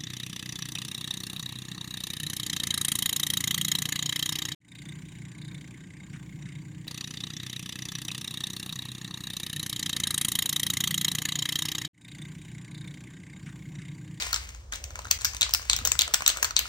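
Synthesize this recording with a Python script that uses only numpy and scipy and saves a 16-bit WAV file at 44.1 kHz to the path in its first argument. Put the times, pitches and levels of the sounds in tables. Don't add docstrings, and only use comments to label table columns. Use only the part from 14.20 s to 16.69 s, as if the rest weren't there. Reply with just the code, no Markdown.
import sys
import numpy as np
from scipy import signal
from scipy.fft import rfft, irfft, next_fast_len
from scipy.io import wavfile
from scipy.ndimage import uniform_filter1d

SR = 44100
rng = np.random.default_rng(int(sys.argv[2]) if len(sys.argv) > 2 else 0)


def boost(x):
    u = np.asarray(x, float) / 20
    return 10 ** u


def store_pcm(level_fs):
    pcm = np.round(np.clip(level_fs, -1, 1) * 32767).astype(np.int16)
    wavfile.write(sys.argv[1], SR, np.atleast_2d(pcm).T)


N = 109676
LEAD = 2048

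# start in seconds, peak in dB, strongest wall mode in Hz, body over
# wall in dB, rim ping over wall in dB.
BLOWS = [(0.022, -14.5, 3750, -8, -23), (0.1292, -15.5, 4320, -16, -2.5),
         (0.1422, -12.5, 5240, -14, -27), (0.1606, -16.5, 4000, -19, -14),
         (0.9104, -7, 4740, -19, -6.5), (0.912, -7, 6410, -32, -6), (0.9185, -19, 4560, -30, -23),
         (1.0467, -9, 5080, -9.5, -4.5), (1.0515, -9.5, 5970, -15, -7), (1.2108, -11, 3720, -30, -9),
         (1.2178, -7, 3570, -29, -37), (1.229, -9, 4000, -16.5, -36), (1.337, -8.5, 5010, -12.5, 0.5),
         (1.3472, -8.5, 5150, -6, -7.5), (1.4977, -5, 4170, -13, -20.5),
         (1.5129, -20.5, 6940, -8, -13), (1.5315, -7.5, 3605, -22, -21), (1.5637, -16, 6950, -18, -7),
         (1.6506, -9, 6300, -8, -8), (1.6565, -17.5, 3770, -5, 0), (1.6731, -10, 5840, -8.5, -6.5),
               (1.7179, -7.5, 7570, -15, -12.5), (1.7907, -4, 3760, -26, -12), (1.8096, -9, 4410, -12, -10),
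               (1.8178, -10, 3430, -19, -5), (1.938, -9, 5760, -3, -3), (1.942, -8, 7700, -9, -4),
               (1.944, -14.5, 5380, 0, -23), (2.0626, -7, 3830, -18.5, -23), (2.0772, -5.5, 3970, -22, -2),
               (2.0779, -9, 8040, -11, -8), (2.0921, -16.5, 8360, -5, -8), (2.1001, -14.5, 3340, -4.5, -31),
               (2.1123, -36, 2790, -7, -15), (2.2275, -10.5, 6110, -1.5, -3),
               (2.2446, -12.5, 4400, -4, -7.5), (2.3652, -3, 4060, -18, -28), (2.391, -10, 2955, -14, 1.5)]
EARLIER_BLOW = (-.022, -8, 4200, -12, -12)
# start in seconds, peak in dB, strongest wall mode in Hz, body over wall in dB.
TAPS = [(0.0651, -27, 5170, 0), (0.29, -32, 6330, -3), (0.3472, -36.5, 6660, -0.5),
        (0.5228, -24, 6370, -8), (0.5355, -23.5, 3720, -3), (0.5569, -25, 6160, -32),
        (0.64, -21, 6050, -31), (0.7053, -34, 6200, 5.5), (0.756, -27.5, 2370, -2),
        (0.7903, -26.5, 2580, 4.5), (0.8461, -33, 6160, 3), (0.9884, -21.5, 6070, -0.5),
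        (1.017, -21.5, 7880, -12.5),
        (1.1468, -23, 7860, -1), (1.1666, -22.5, 6030, -38), (1.2646, -39, 2450, -15),
              (1.292, -25.5, 5840, -10), (1.3085, -24, 6200, -28), (1.588, -21, 3770, 0),
              (1.7526, -29.5, 6650, 9.5), (1.8777, -22.5, 8170, 0.5), (2.006, -27, 4050, 7),
              (2.0208, -21, 2350, 7), (2.171, -20.5, 7700, 0), (2.2322, -21, 6100, -4),
              (2.3076, -23, 4270, 4), (2.4105, -37, 5940, 10), (2.4797, -24, 7900, 4.5),
        (.7751, -61, 6000, 5), (0.818, -40, 4140, -3), (0.853, -36, 4000, 7), (0.869, -33.5, 6240, 7),
         (0.883, -38, 3870, 1), (1.0101, -24.5, 4260, -1.5), (1.1343, -28.5, 6330, -6),
         (1.394, -36.5, 2970, 11), (1.418, -31, 5930, 0), (1.427, -31, 6040, 0.5), (1.452, -34.5, 7600, 0),
         (1.463, -49, 2400, 2), (2.0752, -35, 7800, -26), (2.0914, -14, 4300, -22), (2.103, -33, 3540, -15),
         (2.251, -17.5, 7060, -12)]
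# start in seconds, peak in dB, mode in Hz.
KNOCKS = [(0.1309, -19.5, 1390), (0.161, -25.5, 1400), (0.5281, -24.5, 1610), (0.7554, -30, 1410),
          (0.7751, -42, 1050), (0.7901, -30.5, 990), (0.8522, -30, 1420), (1.0529, -21, 1570),
          (1.135, -38, 1110), (1.1465, -40, 1090), (1.2121, -38, 964), (1.2642, -28, 1210),
          (1.2918, -29.5, 1030), (1.4165, -39, 1140), (1.5337, -27.5, 1130), (1.5888, -32, 1290),
          (1.6127, -31, 1300), (1.6506, -29, 990), (1.6712, -24.5, 1640), (1.716, -29, 1140),
          (1.8776, -34, 950), (1.91, -33, 1280), (1.943, -14.5, 1504), (2.0068, -28, 1470),
          (2.021, -37, 1135), (2.0629, -22, 1310), (2.0775, -23.5, 1430), (2.0998, -30, 1270),
          (2.115, -31, 1290), (2.146, -35, 1270), (2.162, -29, 1310), (2.1855, -28, 1500),
          (2.2277, -17, 1660), (2.2479, -18.5, 1560), (2.3074, -27.5, 1330), (2.412, -33, 1250),
          (2.4545, -29, 1390), (2.4804, -43, 1250)]

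# frequency in Hz, level in dB.
WALL_MODES = [(2750, -5.5), (3350, -5.5), (4050, -7), (4700, -6.5), (5400, -19.5), (6250, -0.5), (7000, 2),
              (8100, -3.5), (9300, -11)]
BODY_MODES = [(480, -11), (820, -7), (1080, -2.5), (1300, -1.5), (1550, -2), (1950, -8)]
RIM_MODES = [(12300, 3.8), (13300, 2.6), (14300, 1.7), (15200, 2)]

# time in seconds, level in dB.
ROLL_EFFORT = [(0, -29.5), (.2, -39.5), (.35, -49.5), (.515, -64), (0.524, -32), (.62, -51.5), (.88, -49.5),
               (1.0, -39.5), (1.2, -45.5), (1.45, -43), (1.63, -42.5), (1.9, -46), (2.2, -39), (2.34, -56),
               (2.48, -35.5)]
# frequency in Hz, gain in dB.
ROLL_COLOUR = [(250, 0), (1400, 13.5), (2200, 17.5), (4000, 11.5), (6300, 15.5), (14500, 0.5)]

# frequency in Hz, T60 in seconds.
ROOM_T60 = [(300, 0.47), (1200, 0.33), (5500, 0.23), (14600, 0.16)]
# frequency in Hz, left over right in dB.
LEFT_OVER_RIGHT = [(150, 0.33), (400, 5.6), (2200, 0.18), (6500, 5.3), (12000, 0.069)]

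# start in seconds, frequency in Hz, level in dB, T60 in seconds.
GLOVE_PAT = (1.612, 245, -33, .05)
# centre in seconds, half length in seconds, level in dB.
SLEEVE_RUBS = [
    (0.7, 0.17, -59),
    (1.661, 0.02, -45.5),
    (1.893, 0.027, -51.5),
    (2.202, 0.072, -55.5),
]

# frequency in Hz, density in dB per Hz.
FAN_COLOUR = [(18, -36), (30, -56), (48, 7.5), (65, 8.5), (187, -21.5), (400, -31.5), (520, -23),
              (880, -120)]
AIR_COLOUR = [(200, -11), (1200, -14), (2500, -30), (6300, -20.5), (15000, -38)]
# time in seconds, level in dB.
FAN_LOAD = [(0, -47), (.12, -43.5), (1.05, -45), (1.45, -46), (1.53, -40), (1.75, -40.5), (1.85, -47),
            (2.48, -48)]

# frequency in Hz, gain in dB.
SUM_RESPONSE = [(7800, 1.25), (9300, -3), (10000, -4.5), (11600, -9), (12400, -2.5), (13500, -2),
                (15700, 2.5), (16200, -22)]
DIFFERENCE_RESPONSE = [(7000, 1), (9500, -3.5), (13200, 0.5), (14200, -29)]

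MAIN_T60_S, WALL_T60_S, BODY_T60_S, RIM_T60_S = .007, .005, .011, .005
RISE_S, RIM_RISE_S = .001, .0005
MODE_SPREAD, MODE_CHANCE_DB, PORT_DIFFER_DB = .05, 2.5, 2.5
WALL_DB, BODY_DB, RIM_DB, TAP_RIM_DB = 4.5, -6, 4, -12.5
KNOCK_DB, KNOCK_T60_S = 6, .013
ALL_ROUND_SHORTER = .3
ROLL_DB, ROLL_GRAINS_PER_S, ROLL_GRAIN_DB = -4.5, 2400, -1.5
SPLASH_DB, SPLASH_T60_S = -20.5, .052
LEAD_IN_DB, LEAD_IN_T60_S = -18.5, .015
RIGHT_LAG_S = .000208
ROOM_DB, EARLY_DB, EARLY_T60_S = -9.5, -16, .0083
FAN_DB, FAN_SWELL_DB, AIR_DB = -1, -1, -61.5
GATE_LOW_HZ, GATE_HIGH_HZ, GATE_DB, GATE_UNDER_DB = 9700, 12400, -83, -16.5
DUCK_S, DUCK_DB, DUCK_BACK_S = .978, -14, .02
LIMIT = .93


def read(points, hz):
    f, value = np.transpose(points)
    return np.interp(np.log(hz + 1), np.log(f + 1), value)


def evened(x):
    return x / np.sqrt(np.mean(x ** 2) + 1e-20)


def coloured(x, points, lag_s=0.):
    length = x.shape[-1]
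    size = next_fast_len(length + 512)
    hz = np.fft.rfftfreq(size, 1 / SR)
    delay = np.exp(-2j * np.pi * hz * lag_s)
    return irfft(rfft(x, size) * boost(read(points, hz)) * delay, size)[..., :length]


def smeared(power, t60_s):
    return signal.lfilter([.01], [1, -boost(-120 / t60_s / SR)], power)


def rounded_rise(t, rise_s):
    return 1 - np.exp(-(t / rise_s) ** 2)


def modes(table, t60_s, chance, t):
    hz, level_db = np.transpose(table)[:, :, None]
    detune, weight, lean, phase = chance[:len(table)].T[:, :, None]
    turn = 2 * np.pi * hz * (1 + MODE_SPREAD * detune) * t
    ring = boost(level_db + MODE_CHANCE_DB * weight - 60 * t / t60_s)
    heard = []
    for side in (1, -1):
        port_ring = ring * boost(side * PORT_DIFFER_DB * lean)
        heard.append((port_ring * np.sin(turn + side * .4 * phase)).sum(0))
    return np.array(heard)


def blow(peak_db, wall_hz, body_db, rim_db, chance, scale):
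    t = np.arange(0, .03, 1 / SR)
    slow = rounded_rise(t, scale * RISE_S)
    quick = rounded_rise(t, scale * RIM_RISE_S)
    main = boost(-60 * t / MAIN_T60_S / scale) * np.sin(2 * np.pi * wall_hz * t)
    wall = slow * (main + modes(WALL_MODES, scale * WALL_T60_S, chance, t))
    body = slow * modes(BODY_MODES, scale * BODY_T60_S, chance[9:], t)
    rim = quick * modes(RIM_MODES, scale * RIM_T60_S, chance[15:], t)
    parts = [(wall, WALL_DB), (body, BODY_DB + body_db), (rim, RIM_DB + rim_db)]
    return sum(boost(peak_db + db) * x / abs(x).max() for x, db in parts) / np.sqrt(scale)


def knocks(scale):
    t, out = np.arange(0, .04, 1 / SR), np.zeros(N + LEAD)
    rise = rounded_rise(t, RISE_S * scale)
    for s, db, hz in KNOCKS:
        decay = boost(KNOCK_DB + db - 60 * t / KNOCK_T60_S / scale)
        ring = decay * rise * np.sin(2 * np.pi * hz * t)
        part = out[LEAD + round(s * SR):][:len(t)]
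        part += ring[:len(part)] / np.sqrt(scale)
    return out


def ball():
    light = [tuple(row) + (TAP_RIM_DB,) for row in TAPS]
    rows = [EARLIER_BLOW] + BLOWS + light
    chance = np.clip(rng.standard_normal((len(rows), 20, 4)), -2, 2)
    out = np.zeros((2, 2, N + LEAD))
    for (s, *rest), luck in zip(rows, chance):
        sound = np.array([blow(*rest, luck, scale) for scale in (1, ALL_ROUND_SHORTER)])
        part = out[..., LEAD + round(s * SR):][..., :sound.shape[-1]]
        part += sound[..., :part.shape[-1]]
    return out + np.array([knocks(.92), knocks(ALL_ROUND_SHORTER)])[:, None]


def roll(blows):
    size = N + LEAD
    grains = boost(ROLL_GRAIN_DB * np.minimum(rng.exponential(1, size), 5))
    grains = grains * (rng.random(size) < ROLL_GRAINS_PER_S / SR)
    contacts = evened(grains * rng.standard_normal(size))
    noise = contacts + .5 * rng.standard_normal((2, size))
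    t = (np.arange(size) - LEAD) / SR
    bed = boost(ROLL_DB + np.interp(t, *np.transpose(ROLL_EFFORT)))
    power = (blows ** 2).mean(0)
    splash = boost(SPLASH_DB) * np.sqrt(smeared(power, SPLASH_T60_S))
    scrape = boost(LEAD_IN_DB) * np.sqrt(smeared(power[::-1], LEAD_IN_T60_S)[::-1])
    return (bed + splash + scrape) * evened(coloured(noise, ROLL_COLOUR))


def ports(can):
    shadow = [(hz, -db) for hz, db in LEFT_OVER_RIGHT]
    return np.array([can[0], coloured(can[1], shadow, RIGHT_LAG_S)])


def room(x):
    length = SR // 2
    taps = np.zeros((2, length))
    at = np.arange(60, length - 20, 20) + rng.integers(0, 20, (2, (length - 61) // 20))
    np.put_along_axis(taps, at, rng.choice([-1., 1.], at.shape), 1)
    hz, t, z = signal.stft(taps, SR, nperseg=256)
    decay = boost(-60 * t / read(ROOM_T60, hz)[:, None])
    tail = signal.istft(z * decay, SR, nperseg=256)[1][:, :length]
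    early = taps[::-1] * boost(-60 * np.arange(length) / SR / EARLY_T60_S)
    tail = boost(ROOM_DB) * tail / np.linalg.norm(tail[0])
    early = boost(EARLY_DB) * early / np.linalg.norm(early[0])
    return signal.fftconvolve(x, tail + early, axes=1)[:, :x.shape[1]]


def glove():
    s, hz, db, t60_s = GLOVE_PAT
    t = np.maximum(np.arange(N) / SR - s, 0)
    return boost(db - 60 * t / t60_s) * np.minimum(t / .0099, 1) * np.sin(2 * np.pi * hz * t)


def sleeve():
    t = np.arange(N) / SR
    level = sum(boost(db) * np.exp(-((t - s) / half) ** 2) for s, half, db in SLEEVE_RUBS)
    return level * evened(coloured(rng.standard_normal(N), [(150, -35), (560, -4.0), (1300, -33)]))


def workshop():
    noise, t = rng.standard_normal((5, N)), np.arange(N) / SR
    drifts = np.geomspace(.5, 8, num=12)
    swell = evened(sum(np.sin(2 * np.pi * (f * t + rng.random())) / np.sqrt(f) for f in drifts))
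    fan = coloured(noise[0] + .091 * noise[1:3], FAN_COLOUR + [(800, -71)])
    power = uniform_filter1d((fan ** 2).mean(0), size=4000)
    fan = evened(fan / (power + 1e-12) ** .32)
    fan = fan * boost(FAN_DB + np.interp(t, *np.transpose(FAN_LOAD)) + FAN_SWELL_DB * swell)
    return fan + boost(AIR_DB) * evened(coloured(noise[3:], [(100, -47)] + AIR_COLOUR))


def scene():
    direct, all_round = ball()
    wet = roll(direct)
    can = ports(direct + wet) + room(ports(all_round + wet))
    return can[:, LEAD:] + glove() + sleeve() + workshop()


def gated(x):
    hz, _, z = signal.stft(x, SR, nperseg=512)
    band = (hz > GATE_LOW_HZ) & (hz < GATE_HIGH_HZ)
    below = (hz > GATE_LOW_HZ / 3) & (hz < GATE_LOW_HZ)
    power = uniform_filter1d(abs(z) ** 2, size=11, axis=0)
    louder = uniform_filter1d(power[below].mean(0), size=5)
    weak = power < np.maximum(boost(2 * GATE_DB), boost(2 * GATE_UNDER_DB) * louder)
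    return signal.istft(z * ~(band[:, None] & weak), SR, nperseg=512)[1][:N]


def low_pass(x):
    return signal.sosfilt(signal.butter(12, 16820, fs=SR, output="sos"), x)


def record(dry):
    mid = gated(coloured((dry[0] + dry[1]) / 2, SUM_RESPONSE))
    side = coloured((dry[0] - dry[1]) / 2, DIFFERENCE_RESPONSE)
    since = np.arange(N) / SR - DUCK_S
    duck = boost(DUCK_DB * np.clip(since / .003, 0, 1) * np.exp(-abs(since) / DUCK_BACK_S))
    both = np.array([mid + side, mid - side]) * duck
    both = both / np.sqrt(np.sqrt(1 + (both / LIMIT) ** 4))
    return low_pass(both)


dry = scene()
out = record(dry)
store_pcm(out)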